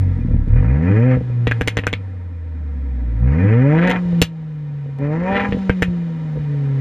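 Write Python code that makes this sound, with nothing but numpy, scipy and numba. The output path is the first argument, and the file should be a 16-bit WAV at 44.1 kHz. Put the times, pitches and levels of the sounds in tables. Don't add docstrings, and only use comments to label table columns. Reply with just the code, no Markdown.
import sys
import numpy as np
from scipy import signal
from scipy.fft import rfft, irfft, next_fast_len
from scipy.io import wavfile
from scipy.ndimage import uniform_filter1d
from numba import njit

SR = 44100
rng = np.random.default_rng(int(sys.argv[2]) if len(sys.argv) > 2 else 0)


def volts_from_db(level):
    exponent = np.asarray(level, float) / 20
    return 10 ** exponent


def wav_record(signal):
    frames = np.transpose(np.atleast_2d(signal))
    bounded = np.clip(frames, -1, 1)
    quanta = np.round(bounded * 32767).astype(np.int16)
    wavfile.write(sys.argv[1], SR, quanta)


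N = 300274

# (t/s, firing rate f/Hz)
SPEED = [(0, 48.16), (.45, 34.68), (.53, 34.96), (.89, 92.45), (1.07, 129.2), (1.55, 115), (3.17, 54.48),
         (3.3, 67.8), (3.57, 120.1), (3.86, 181.6), (3.96, 180.5), (4.59, 149.3), (4.98, 136.6),
         (5.1, 149.1), (5.31, 195.6), (5.46, 201.7), (6.33, 151.5), (6.81, 133.5)]
# (fuel on t/s, fuel off t/s, first order level/dB, second level/dB, third level/dB)
BURNS = [
    (-.1, 0.295, -35.5, -15.5, -29.5),
    (0.279, 0.4, -18, -16, -23),
    (0.476, 0.565, -24, -18, -19.5),
    (0.486, 1.145, -15.5, -19.5, -24.5),
    (3.186, 3.868, -15.5, -19.5, -25.5),
    (4.985, 5.337, -22.5, -27.5, -27.5),
    (6.46, 6.9, -27.5, -37, -41),
]
# (t/s, gas level/dB)
EFFORT = [
    [(.46, -59), (.56, -42), (.83, -39.5), (.9, -32.5), (1.02, -35.5), (1.14, -31), (1.2, -58)],
    [(3.16, -62), (3.29, -40.5), (3.47, -32), (3.68, -34), (3.79, -27), (3.9, -25.5), (3.965, -28),
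     (4.02, -57.5)],
    [(4.96, -65.5), (5.02, -43), (5.2, -39), (5.31, -29.5), (5.37, -23.5), (5.46, -29), (5.53, -61)],
]
# (t/s, hum level/dB, gas level/dB)
COAST = [(0, -30, -49), (0.449, -21.5, -53), (1.191, -26.5, -51), (1.399, -16, -52.5), (1.579, -20, -47),
         (1.74, -26.5, -51.5), (2.33, -28, -58), (3.1, -19.5, -53.5), (4.0, -21, -50),
         (4.201, -14.5, -47.5), (4.261, -29.5, -59), (4.75, -25.5, -57), (4.95, -27, -56),
         (5.5, -24, -46.5), (5.899, -19.5, -51), (6.18, -24.5, -52), (6.36, -22.5, -51), (6.81, -18, -48.5)]
COAST_ORDERS = [-24, -30]
UPPER_ORDERS = [-1, -6.5]
# (f/Hz, width/Hz,
# level/dB)
NULLS = [(53, 3, -14.5), (81.2, 8.7, -10.5), (111, 39, 2.5), (205, 7.9, -16), (367.7, 29.6, -12.5)]
CYLINDERS = [-0.42, -0.73, -0.58, -1.1]
# (f/Hz, width/Hz, level/dB)
SILENCER = [(73, 15, -12.5), (108, 14, -12.5), (179.3, 13, 2), (241, 33.5, 1.5), (272.7, 16, -10),
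            (485.4, 43, 2.5), (611, 9.8, -5), (762, 32, -7), (931, 22, -5), (1230, 420, -24)]
# (f/Hz, width/Hz, level/dB)
MOUTH = [(1345, 20, 12.5), (1565, 13, -15.5), (1770, 74, 6), (1860, 720, 6.5), (2130, 420, 1.5),
         (2414, 73, 8), (2410, 58, 6.5), (2000, 290, -1)]
# (f/Hz, width/Hz, level/dB)
EDGE = [(3000, 300, 0.5), (3660, 340, -4.5), (4240, 810, -13.5), (6400, 3600, -11.5)]
# (f/Hz, width/Hz, level/dB)
FLARE = [(3030, 660, 5.5), (3720, 170, -10.5)]
# (f/Hz, width/Hz, level/dB)
FAN_AIR = [(3400, 1200, 5.5), (5050, 1000, -12.5), (6700, 1400, -15.5), (9500, 2500, -10)]
# (t/s, thump level/dB, depth level/dB, brightness level/dB)
LUMPS = [(0.113, -20.5, -7.5, -7), (0.188, -12.5, -3.5, -22), (0.246, -9, -5, -38),
         (0.286, -14, 1.5, -15.5), (0.31, -11.5, -1.5, -14), (0.342, -11.5, 7, -18),
         (0.364, -14, 5.5, -28.5), (0.474, -17, 7.5, -32)]
# (t/s, thump level/dB, depth level/dB, brightness level/dB)
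PUFFS = [(1.169, -12, 2, -2), (1.209, -14, -6.5, -4.5), (1.299, -25, 5, -1.5), (3.893, -13.5, -10, 3.5),
         (4.052, -27.5, 7, -5), (4.128, -19.5, -0.5, -0.5), (4.859, -27.5, -9, 0), (4.89, -44, 1, 14),
         (5.326, -13.5, -7.5, -8), (5.488, -13, -2.5, -14), (5.544, -8.5, -14, -7), (5.568, -14, -6.5, -2),
         (5.881, -25.5, 11.5, -4.5), (6.358, -23.5, -5, -2), (6.372, -24.5, -1.5, 6),
         (6.389, -20.5, -0.5, -13.5)]
# (t/s, crack level/dB, thump level/dB, sizzle level/dB, crack centre f/Hz)
POPS = [(1.47, -10.5, -7.5, -47, 2100), (1.512, -10.5, -19, -47, 1800), (1.6104, -11, -8, -42, 1800),
        (1.6748, -7.5, -13, -30.5, 2270), (1.7697, -10, -12, -36.5, 1980), (1.787, -15.5, -15.5, -49, 2070),
        (1.8364, -23, -24.5, -71, 1950), (1.8679, -9, -13, -33, 1687), (1.929, -13, -15.5, -44.5, 2410),
        (3.874, -15, -26.5, -45.5, 2120), (3.8967, -14, -26.5, -42, 2100),
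        (3.9126, -14, -25.5, -43.5, 2320), (4.2163, -4.5, -4, -18.5, 3000), (5.5228, -19, -11.5, -77, 1987),
        (5.695, -10.5, -3.5, -46.5, 1700), (5.8217, -8, -9, -32.5, 1940)]
# (f/Hz, width/Hz, level/dB)
SHOCK = [(720, 910, -4.5), (1800, 67, 16.5), (2500, 290, 6), (2960, 1200, -31.5)]
# (f/Hz, width/Hz, level/dB)
SIZZLE = [(4430, 720, 2.5), (6050, 1900, 7), (10200, 2500, -7.5), (13500, 1700, -23.5)]
# (f/Hz, left minus right level/dB, left lead/rad)
PORTS = [(40, 0, .008), (250, .1, .035), (600, .7, .07), (1200, 1.4, .1), (2400, 1, .18), (4500, 1.5, .65),
         (8000, 1.2, 1.35), (15000, 1.4, 1.3)]

ECHO_S, ECHO_DB = 0.0066, -6


@njit
def svf(x, hz, width):
    band, high, b, l = np.empty(len(x)), np.empty(len(x)), 0., 0.
    for i in range(len(x)):
        g, k = np.tan(np.pi * hz[i] / SR), width[i] / hz[i]
        v = (b + g * (x[i] - l)) / (1 + g * (g + k))
        low = l + g * v
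        b, l = 2 * v - b, 2 * low - l
        band[i], high[i] = k * v, x[i] - k * v - low
    return band, high


def lowpass(x, hz, order):
    return signal.sosfilt(signal.butter(order, hz, fs=SR, output="sos"), x)


def ring(x, modes):
    return sum(volts_from_db(db) * signal.lfilter(*signal.iirpeak(hz, hz / width, fs=SR), x) for hz, width, db in modes)


def delay(x, lag):
    return np.r_[np.zeros(lag), x][:len(x)]


def echo(x):
    for trips in (1, 2, 4):
        x = x + delay(x, int(ECHO_S * SR) * trips) * volts_from_db(ECHO_DB * trips)
    return x


def smooth(x, span):
    return uniform_filter1d(uniform_filter1d(x, span), span)


def even(x, lo_hz, hi_hz):
    inside = signal.sosfilt(signal.butter(2, [lo_hz, hi_hz], "bandpass", fs=SR, output="sos"), x)
    return x / np.sqrt(smooth(inside ** 2, SR // 8) + 1e-18)


def unit(x):
    return x / np.max(np.abs(x))


def louder(*dbs):
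    return 10 * np.log10(sum(volts_from_db(db) ** 2 for db in dbs))


def order_levels(t, hz, hum_db):
    orders = []
    for k, under_db in enumerate([0, *COAST_ORDERS]):
        burn, order_hz = 0, (k + 1) * hz
        for row in BURNS:
            light, cut = (t - row[0]) / .04, 1 - (t - row[1]) / 0.063
            burn = burn + volts_from_db(row[2 + k]) * np.clip(np.minimum(light, cut), 0, 1)
        burn_db = 20 * np.log10(burn + 1e-9)
        null_db = sum(db * np.exp(-((order_hz - at) / width) ** 2) for at, width, db in NULLS)
        if k:
            flutter = smooth(rng.standard_normal(N), int(.04 * SR))
            flutter_db = 2.5 * flutter / flutter.std()
            resonance_db = 17.6 * np.exp(-((order_hz - 100) / 25) ** 2)
            under_db = under_db + 0.23 * (hum_db + 22.5) + flutter_db + resonance_db
        orders.append(louder(burn_db + null_db, hum_db + under_db))
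    for k, db in enumerate(UPPER_ORDERS):
        resonance_db = -9 * (((k + 4) * hz - 540) / 130) ** 2
        orders.append(burn_db + db + np.roll(flutter_db, (k + 1) * SR) + resonance_db)
    return orders


def controls():
    t = np.arange(N) / SR
    flywheel_s = .03
    hz = uniform_filter1d(np.interp(t, *np.transpose(SPEED)), int(flywheel_s * SR), mode="nearest")
    s, hum_db, gas_db = np.transpose(COAST)
    hum_db, gas_db = np.interp(t, s, hum_db), np.interp(t, s, gas_db)
    orders = order_levels(t, hz, hum_db)
    blips = [np.interp(t, *np.transpose(blip), left=-120, right=-120) for blip in EFFORT]
    effort_db = np.max(blips, axis=0)
    over_db, octaves = effort_db + 35, np.log2(hz / 120)
    orders[3:] = [db + .6 * np.minimum(over_db, 0) for db in orders[3:]]
    bark_db = louder(-32.5 + np.where(over_db > -20, 0.61 * over_db, over_db), gas_db + 5)
    rasp_db = louder(effort_db, gas_db)
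    hiss_db = louder(-60 + 0.61 * over_db, gas_db - 14.5 + 11 * octaves)
    flare_db = -58 + 1.76 * over_db
    shut = np.clip((gas_db - effort_db) / 10, 0, 1)
    chest_db = 13.5 - 7.5 * np.maximum(octaves, 0) + 5.5 * np.maximum(-octaves, 0) * shut
    return hz, orders, bark_db, rasp_db, hiss_db, flare_db, chest_db


def firings(hz, turns, cycle, chance, throttle, flip):
    fired = np.flatnonzero(np.diff(cycle)) + 1
    late = (turns[fired] - cycle[fired]) * SR / hz[fired]
    uneven = 1 + (1.1 - throttle[fired]) * np.array(CYLINDERS)[cycle[fired] % 4]
    sign = np.sign(flip[fired] - np.pi / 2)
    pulses = np.zeros((2, N + 1))
    for row, spread_db in enumerate((1.6, 4.)):
        size = sign * uneven * volts_from_db(spread_db * np.clip(chance[cycle[fired], row], -2, 2))
        pulses[row, fired] = -size * late
        pulses[row, fired + 1] = -size * (1 - late)
    return pulses[:, :N]


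def hum(hz, turns, flip, orders, bark_db):
    first_db, second_db, third_db, *upper_db = orders
    third_db = np.where(3 * hz > 400, np.minimum(third_db, bark_db + 4), third_db)
    levels = enumerate((first_db, second_db, third_db, *upper_db))
    return np.sqrt(2) * sum(volts_from_db(db) * np.cos((k + 1) * 2 * np.pi * turns + flip) for k, db in levels)


def silencer_burble(bark_db):
    burble = lowpass(ring(rng.standard_normal(N), SILENCER[:2]), 180, order=2)
    return volts_from_db(-49 + .5 * (bark_db + 51.5)) * even(burble, 40, 100)


def silencer_bark(puffs, hz, throttle, bark_db, chest_db):
    rush = .6 * (1.32 - throttle) * np.sqrt(hz / SR)
    flow = lowpass(puffs, 730, order=1) + rush * rng.standard_normal(N)
    chest = lowpass(ring(flow, SILENCER[:5]), 316, order=8)
    bark = lowpass(ring(flow, SILENCER[5:]), 1350, order=4) + volts_from_db(chest_db - 7.5) * chest
    for order in (1, 2, 3):
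        bark = bark - svf(bark, order * hz, .15 * hz)[0]
    bark = svf(bark, 1.1 * hz, 1.4 * hz)[1]
    return volts_from_db(bark_db) * even(bark, 433, 700)


def pipe_mouth(puffs, hz, turns, cycle, chance, throttle, rasp_db, hiss_db, flare_db):
    gate = 0.91 + throttle * np.exp(-(turns - cycle) / 0.12)
    patchy_db = 3 * throttle * uniform_filter1d(chance[:, 1], size=2)[cycle]
    gas = gate * volts_from_db(patchy_db) * rng.standard_normal((2, N))
    snap = np.clip((rasp_db + 40) / 16, 0, 1)
    snaps, sharp_snaps = snap * puffs, snap ** 5 * puffs
    rasp = lowpass(echo(ring(snaps + 0.07 * gas[0], MOUTH)), 2122, order=6)
    hiss = lowpass(ring(.5 * sharp_snaps + 0.06 * gas[1], EDGE), 5800, order=4)
    flare = lowpass(echo(ring(snaps + 0.14 * gas[1], FLARE)), 4000, order=6)
    fronts = sharp_snaps * volts_from_db(-4.5 * (cycle % 2)) / np.sqrt(hz / SR)
    spikes = svf(lowpass(fronts, 2890, order=7), np.full(N, 450.), np.full(N, 640.))[1]
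    return (volts_from_db(rasp_db) * even(rasp, 800, 3400) + volts_from_db(flare_db) * even(flare, 2100, 4600)
            + volts_from_db(-13.5) * spikes + volts_from_db(hiss_db) * even(hiss, 2800, 12000))


def engine():
    hz, orders, bark_db, rasp_db, hiss_db, flare_db, chest_db = controls()
    turns = np.cumsum(hz) / SR + .45
    cycle = turns.astype(int)
    chance = rng.standard_normal((cycle[-1] + 1, 2))
    throttle = np.clip((bark_db + 49) / 12, 0, 1)
    flip = np.pi * np.clip((hz - 82) / 24, 0, 1)
    puffs = firings(hz, turns, cycle, chance, throttle, flip)
    mouth = pipe_mouth(puffs[1], hz, turns, cycle, chance, throttle, rasp_db, hiss_db, flare_db)
    return (hum(hz, turns, flip, orders, bark_db) + silencer_burble(bark_db)
            + silencer_bark(puffs[0], hz, throttle, bark_db, chest_db) + mouth)


def air():
    hiss = lowpass(ring(rng.standard_normal(N), FAN_AIR), 9700, order=4)
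    s, _, gas_db = np.transpose(COAST)
    return volts_from_db(-68 + np.interp(np.arange(N) / SR, s, gas_db + 53.5)) * even(hiss, 3200, 12000)


def thump(length, depth_db, bright_db, push_s, fade_s):
    t = np.arange(length) / SR
    push = (1 - np.exp(-t / 0.00094)) * np.exp(-t / push_s)
    push = -lowpass(push * (1 + .5 * rng.standard_normal(length)), 900, order=2)
    chest = lowpass(ring(push, SILENCER[2:5]), 320, order=6)
    deep, bright = ring(push, SILENCER[:2]), ring(push, SILENCER[5:])
    body = unit(chest) + volts_from_db(depth_db) * unit(deep) + volts_from_db(bright_db) * unit(bright)
    return body * np.exp(-t / fade_s)


def lumps_and_puffs():
    out, length = np.zeros(N + SR), SR // 4
    for s, thump_db, depth_db, bright_db in [*LUMPS, *PUFFS]:
        i = int(s * SR)
        out[i:i + length] += volts_from_db(thump_db - 3.5) * thump(length, depth_db, bright_db, 0.00072, 0.14)
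    return out[:N]


def pops():
    out, length = np.zeros(N + SR), SR // 4
    t = np.arange(length) / SR
    lag = int(ECHO_S * SR)
    for s, crack_db, thump_db, sizzle_db, centre_hz in POPS:
        noise = rng.standard_normal((2, length))
        first = np.exp((.0007 - t) / .0006) * (t > .0007)
        shock = first + volts_from_db(-3) * delay(np.exp(-t / .0007), lag + SR // 1000)
        tail = np.clip(t / 0.0036, 0, 1) * volts_from_db(-20) * np.exp(-t / 0.015)
        modes = [(hz * centre_hz / 1950, width * (centre_hz / 1700) ** 2, db) for hz, width, db in SHOCK]
        modes.append((centre_hz, 600, 8))
        crack = ring(shock * (.5 * noise[0] - 1), modes) + ring(tail * noise[0], MOUTH + modes)
        crack = unit(lowpass(crack, 1500 + centre_hz, order=5))
        spray = (shock ** 2 + 1.2 * tail * np.exp(-t / 0.057)) * noise[1]
        sizzle = unit(lowpass(ring(spray, SIZZLE), 14000, order=4))
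        push = thump(length, 1.5, 2, .0016, .035)
        push = push + volts_from_db(-14.5) * delay(push, lag)
        i = int(s * SR)
        out[i:i + length] += volts_from_db(crack_db + 5) * crack + volts_from_db(sizzle_db + 17) * sizzle
        out[i:i + length] += volts_from_db(thump_db - 5.5) * push
    return out[:N]


def duck():
    t, db = np.arange(N) / SR, 0
    for s, crack_db, *_ in POPS:
        since = np.maximum(t - s - .002, 0)
        drop_db = max(crack_db + 14, 0) * 0.25
        db = db - drop_db * (1 - np.exp(-since / 0.0011)) * np.exp(-since / 0.048)
    return volts_from_db(db)


def scene():
    car = (engine() + air()) * duck() + lumps_and_puffs() + pops()
    t = np.arange(SR // 8) / SR
    tail = rng.standard_normal(len(t)) * np.exp(-t / 0.024)
    bright = ring(car, [(3000, 4100, 0.0022), (9000, 6000, 0.0083)])
    wide = signal.fftconvolve(bright, tail / np.linalg.norm(tail))[:N]
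    return car + volts_from_db(-27) * wide * np.array([[1], [-1]])


def top_cut(x):
    return signal.sosfilt(signal.butter(12, 15590, fs=SR, output="sos"), x)


def record(dry):
    size = next_fast_len(N)
    hz, gain_db, lead = np.transpose(PORTS)
    at, knots = np.log(np.fft.rfftfreq(size, 1 / SR) + 1), np.log(hz)
    half = volts_from_db(np.interp(at, knots, gain_db) / 2) * np.exp(.5j * np.interp(at, knots, lead))
    ports = irfft(rfft(dry, size) * np.array([half, 1 / half]), size)[:, :N]
    return top_cut(1.71 * np.tanh(ports / 1.568))


dry = scene()
out = record(dry)
wav_record(out)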